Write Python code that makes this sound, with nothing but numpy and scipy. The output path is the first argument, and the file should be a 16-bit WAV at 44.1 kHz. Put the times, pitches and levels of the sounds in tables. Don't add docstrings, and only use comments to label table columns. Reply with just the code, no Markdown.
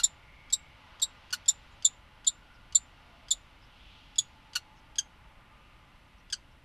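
import sys
import numpy as np
from scipy import signal
from scipy.fft import rfft, irfft
from scipy.io import wavfile

SR = 44100
rng = np.random.default_rng(int(sys.argv[2]) if len(sys.argv) > 2 else 0)


def unload_wav(signal):
    wavfile.write(
        sys.argv[1],
        SR,
        np.round(np.clip(np.atleast_2d(signal).T, -1, 1) * 32767).astype(np.int16),
    )


N = 292824
TIME_S = np.arange(N) / SR
BINS_HZ = np.maximum(np.fft.rfftfreq(N, 1 / SR), 1)

# (time [s], tick lead [s], pitch [Hz], length [s], fundamental [dB], octave [dB],
#   top harmonics re octave [dB], half-order lines [dB])
CHIPS = [(.033, .023, 3585, .021, -21.2, -16.7, -18, -31),
         (.525, .023, 3690, .022, -22.3, -17.6, -18, -32.5),
         (1.017, .019, 3709, .026, -21.4, -20.6, -16, -40),
         (1.48, .021, 3570, .021, -20.7, -16.2, -17, -31.5),
         (1.846, .022, 3496, .021, -17.7, -14.1, -19, -39.5),
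         (2.266, .02, 3535, .024, -19.2, -19.2, -17.5, -55.5),
         (2.748, .024, 3585, .02, -23, -14.2, -24, -46), (3.306, .022, 3530, .021, -21, -19, -16, -40),
         (4.182, .024, 3330, .016, -19, -16.8, -20, -39)]
# (time [s], tick lead [s], pitch [Hz], starting pitch [ratio], length [s], level [dB],
#   lift of harmonics 2 and 4 [dB], tilt about harmonic 3 [dB/harmonic],
#   slope above harmonic 5 [dB/harmonic], roughness [0-1])
CLUCKS = [(-.011, .024, 1445, 1.0, .024, -31.7, -4.5, -1.5, -1.5, .35),
          (1.327, .021, 1475, 1.0, .023, -26.8, -4, -.5, -2.6, .54),
          (4.553, .0196, 1478, 1.0, .023, -29, 0, -1.1, -1.8, .52),
          (4.983, .026, 1590, 1.06, .016, -30.3, 11.2, 1.1, -6, .22),
          (6.325, .024, 1530, 1.09, .02, -28, -.7, 1.2, -10, .34)]
# (frequency [Hz], relative level [dB per Hz])
RUMBLE = [(12, -7), (25, -1), (45, 0.5), (65, -3), (120, -8), (210, -14.5), (280, -14.5), (400, -23.5),
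          (700, -34), (1500, -61)]


def from_db(db):
    return 10 ** (np.asarray(db) / 20)


def rms_one(x):
    return x / np.sqrt(np.mean(x ** 2) + 1e-20)


def add(track, start_s, sound):
    at = round(start_s * SR) + np.arange(len(sound))
    inside = (at >= 0) & (at < N)
    track[at[inside]] += sound[inside]


def band(x, low_hz, high_hz):
    sos = signal.butter(2, [low_hz, min(high_hz, .45 * SR)], "band", fs=SR, output="sos")
    return signal.sosfilt(sos, x)


def wobble(size, rate_hz):
    position = np.arange(size) * rate_hz / SR
    knots = int(position[-1]) + 2
    return np.interp(position, np.arange(knots), rng.standard_normal(knots))


def noise(spectrum, peaks=()):
    hz, db = np.transpose(spectrum)
    level_db = np.interp(np.log(BINS_HZ), np.log(hz), db)
    for centre_hz, width_hz, lift_db in peaks:
        level_db = level_db + lift_db / (1 + (2 * (BINS_HZ - centre_hz) / width_hz) ** 2)
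    return rms_one(irfft(rfft(rng.standard_normal(N)) * from_db(level_db), N))


def street(rumble_db=-58.5, engine_lift_db=.2, waver_db=.4, waver_hz=3):
    # (frequency [Hz], relative level [dB per Hz])
    engine_spectrum = [(250, -28), (450, -8.5), (560, -0.5), (760, -2.5), (1100, -3.5), (1700, -3.5),
                       (2200, -2), (2800, -8), (4500, -30)]
    tyre_spectrum = [(1000, -19.5), (2000, -11), (2800, 2.5), (3500, -3.5), (4500, -8.5), (6000, -16),
                     (8000, -32), (12000, -45)]
    # (centre [Hz], width [Hz], lift [dB])
    colour = [(285, 60, 1.5), (860, 81, 8.5), (1018, 70, 7), (1201, 100, 7), (1426, 88, 7),
              (2016, 120, 3.5)]
    # (time [s], engines before lift [dB], tyres [dB])
    levels = [(0.0, -58, -63), (0.29, -62, -67), (0.89, -60, -63), (1.89, -61, -64), (2.03, -62, -67),
              (3.29, -62, -65), (3.59, -62, -66), (4.01, -63, -62), (4.6, -62, -67), (5.53, -62, -70),
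              (5.66, -63, -68), (6.64, -65, -70)]
    # (middle [s], spread [s], centre [Hz], width [Hz], level at the middle [dB])
    passes = [(.48, .32, 2196, 220, -61.5), (.96, .16, 1150, 600, -62), (2.55, .45, 1440, 120, -68),
              (3.15, .23, 675.5, 100, -68.5), (3.9, .18, 3095, 1000, -61), (4.75, .655, 867.9, 60, -66),
              (5.65, .266, 1226, 80, -66.5), (5.62, .15, 2600, 700, -70)]

    level_s, engine_db, tyre_db = np.transpose(levels)
    waver = waver_db * wobble(N, waver_hz)
    engine_gain = from_db(np.interp(TIME_S, level_s, engine_db) + engine_lift_db + waver)
    tyre_gain = from_db(np.interp(TIME_S, level_s, tyre_db) + waver)
    out = from_db(rumble_db) * noise(RUMBLE)
    out += engine_gain * noise([*engine_spectrum, (9000, -69.5)], colour)
    out += tyre_gain * noise(tyre_spectrum)
    for middle_s, spread_s, hz, width_hz, db in passes:
        drone = rms_one(band(rng.standard_normal(N), hz - width_hz / 2, hz + width_hz / 2))
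        swell = np.exp(-((TIME_S - middle_s) / spread_s) ** 2)
        out += from_db(db) * drone * swell
    return out


def twitters(lift_db=2.5):
    # (time [s], pitch [Hz], length [s], peak level before lift [dB])
    twitter_notes = [(1.70, 7000, .06, -76.5), (2.53, 5040, 0.046, -70.5), (3.607, 5060, .06, -69),
                     (4.744, 6270, .07, -78), (4.755, 5350, 0.057, -75), (6.169, 5720, .05, -76),
                     (6.509, 5300, 0.034, -77)]
    out = np.zeros(N)
    for start_s, hz, length_s, db in twitter_notes:
        size = int(length_s * SR)
        phase = 2 * np.pi * np.cumsum(hz * (1 + .065 * wobble(size, 900))) / SR
        add(out, start_s, from_db(db + lift_db) * np.sin(phase) * signal.windows.tukey(size, .7))
    return out


def balcony(x, scatter_db=-9, scatter_t60_s=.065, tail_db=-30, tail_t60_s=.2, tail_top_hz=8500):
    # (delay [s], level re direct [dB])
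    echo_taps = [(.00111, -19), (.00206, -17.5), (.0029, -21), (.0032, -19), (.00444, -21), (.00669, -10.5),
                 (.0112, -19), (.0153, -23)]
    t = np.arange(SR // 3) / SR
    scatter, tail = rng.standard_normal((2, len(t))) * np.minimum(t / .005, 1)
    scatter = scatter * from_db(-60 * t / scatter_t60_s)
    tail = band(tail, 500, tail_top_hz) * from_db(-60 * t / tail_t60_s)
    response = from_db(scatter_db) * scatter / np.linalg.norm(scatter)
    response += from_db(tail_db) * tail / np.linalg.norm(tail)
    response[0] = 1
    for delay_s, db in echo_taps:
        response[round(delay_s * SR)] += from_db(db)
    return signal.fftconvolve(x, response)[:N]


def rasp(size, low_hz, high_hz):
    return rms_one(band(band(rng.standard_normal(size), low_hz, high_hz), low_hz, high_hz))


def box_colour(x, low_hz=3130, high_hz=14500):
    # (centre [Hz], width [Hz], added level [dB])
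    resonances = [(3457, 110, -6), (7160, 400, -14)]
    x = band(band(x, low_hz, high_hz), low_hz, high_hz)
    out = x.copy()
    for hz, width_hz, db in resonances:
        b, a = signal.iirpeak(hz, hz / width_hz, fs=SR)
        out += from_db(db) * signal.lfilter(b, a, x)
    return out


def syrinx(gesture, pitch_hz, length_s, jitter, jitter_hz, shimmer_db, start_ratio=1):
    size = int(length_s * SR)
    along = np.arange(size) / size
    peak, start_db, end_db, bend_per_db = gesture
    rise_db = start_db * (1 - along / peak) ** 2
    fall_db = end_db * ((along - peak) / (1 - peak)) ** 2
    effort_db = np.where(along < peak, rise_db, fall_db)
    settling = np.interp(along, [.2, .45], [start_ratio, 1])
    hz = pitch_hz * settling * (1 + bend_per_db * effort_db) * (1 + jitter * wobble(size, jitter_hz))
    effort = from_db(effort_db + shimmer_db * wobble(size, jitter_hz))
    return 2 * np.pi * np.cumsum(hz) / SR, effort * signal.windows.tukey(size, .08)


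def ticks(pitch_hz=1630, decay_s=.0055, start_db=-44.5):
    out, t = np.zeros(N), np.arange(SR // 60) / SR
    for start_s, lead_s, *_ in [*CHIPS, *CLUCKS]:
        phase = 2 * np.pi * np.cumsum(pitch_hz * (1 + .06 * wobble(len(t), 700))) / SR
        buzz = sum(np.sin(k * phase + k * k) for k in range(1, 8)) + rng.standard_normal(len(t))
        tick = rms_one(band(buzz, 2500, 5400)) * np.exp(-t / decay_s)
        add(out, start_s - lead_s, from_db(start_db) * tick)
    return out


def clucks(rasp_db=-33, crack_db=-35, crack_decay_s=.003):
    # (peak [share of length], start [dB], end [dB], pitch change [1/dB of effort])
    cluck_gesture = (.33, -11, -22, .004)
    harmonics_db = np.array([-6.3, -2.9, 0, -3.9, -10.6])
    out = np.zeros(N)
    overtone = np.arange(len(harmonics_db))
    for start_s, _, pitch_hz, start_ratio, length_s, level_db, even_db, tilt_db, slope_db, rough in CLUCKS:
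        phase, effort = syrinx(cluck_gesture, pitch_hz, length_s, .039 * rough, 900, 3.4 * rough, start_ratio)
        size = len(phase)
        lower_db = level_db + harmonics_db + even_db * (overtone % 2) + tilt_db * (overtone - 2)
        upper_db = lower_db[-1] + slope_db * np.arange(1, 5)
        note = np.zeros(size)
        for k, db in enumerate(np.concatenate([lower_db, upper_db])):
            unsteady = 1 + .84 * rough * wobble(size, 700)
            note += from_db(db) * unsteady * np.sin((k + 1) * phase + k * k)
        crack = from_db(crack_db) * np.exp(-np.arange(size) / SR / crack_decay_s)
        air = from_db(rasp_db) * rough * np.sqrt(effort) + crack
        add(out, start_s, effort * note + air * rasp(size, 2500, 7800))
    return out


def chips(fourth_db=-10, onset_db=-4, onset_decay_s=.002):
    # (peak [share of length], start [dB], end [dB], pitch change [1/dB of effort])
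    chip_gesture = (.41, -24, -20.5, -.0065)
    # (low [Hz], high [Hz], level before envelope [dB])
    rasps = [(3430, 4800, -34), (7080, 8600, -36), (3500, 11000, -46)]
    out = np.zeros(N)
    for start_s, _, pitch_hz, length_s, first_db, octave_db, top_db, half_db in CHIPS:
        phase, effort = syrinx(chip_gesture, pitch_hz, length_s, jitter=.016, jitter_hz=897, shimmer_db=1.5)
        size = len(phase)
        top = np.sin(3 * phase) + from_db(fourth_db) * np.sin(4 * phase)
        top *= .7 + .7 * wobble(size, 1000)
        note = from_db(first_db) * np.sin(phase) * effort ** .71 * (.9 + .4 * wobble(size, 800))
        note += from_db(octave_db) * (np.sin(2 * phase) * effort ** 1.3 + from_db(top_db) * top * effort)
        air = sum(from_db(db) * rasp(size, low_hz, high_hz) for low_hz, high_hz, db in rasps)
        onset = from_db(onset_db) * np.exp(-np.arange(size) / SR / onset_decay_s)
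        note += air * (effort ** .3 + onset)
        halves = np.sin(3 * phase / 2)
        halves += from_db(-19) * np.sin(phase / 2) + from_db(-14.5) * np.sin(5 * phase / 2)
        halves *= from_db(half_db) * effort * (.7 + .94 * wobble(size, 900))
        add(out, start_s, box_colour(note) + halves)
    return out


def scene():
    calls = ticks() + clucks() + chips()
    mono = street() + twitters() + balcony(calls)
    return np.array([mono, mono])


def record(dry, shared_hiss_db=-81.5, own_hiss_db=-87, own_rumble_db=-92, cutoff_hz=15300):
    # (frequency [Hz], relative level [dB per Hz])
    hiss_spectrum = [(2000, -6.5), (8000, 4), (11700, 3.5), (12500, -0.5), (15000, -10.5), (16000, -16.5)]
    own = [from_db(own_hiss_db) * noise(hiss_spectrum) + from_db(own_rumble_db) * noise(RUMBLE)
           for channel in range(2)]
    floor = from_db(shared_hiss_db) * noise(hiss_spectrum) + np.array(own)
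    top_cut = signal.ellip(10, .2, 80, cutoff_hz, fs=SR, output="sos")
    return signal.sosfilt(top_cut, dry + floor)


dry = scene()
out = record(dry)
unload_wav(out)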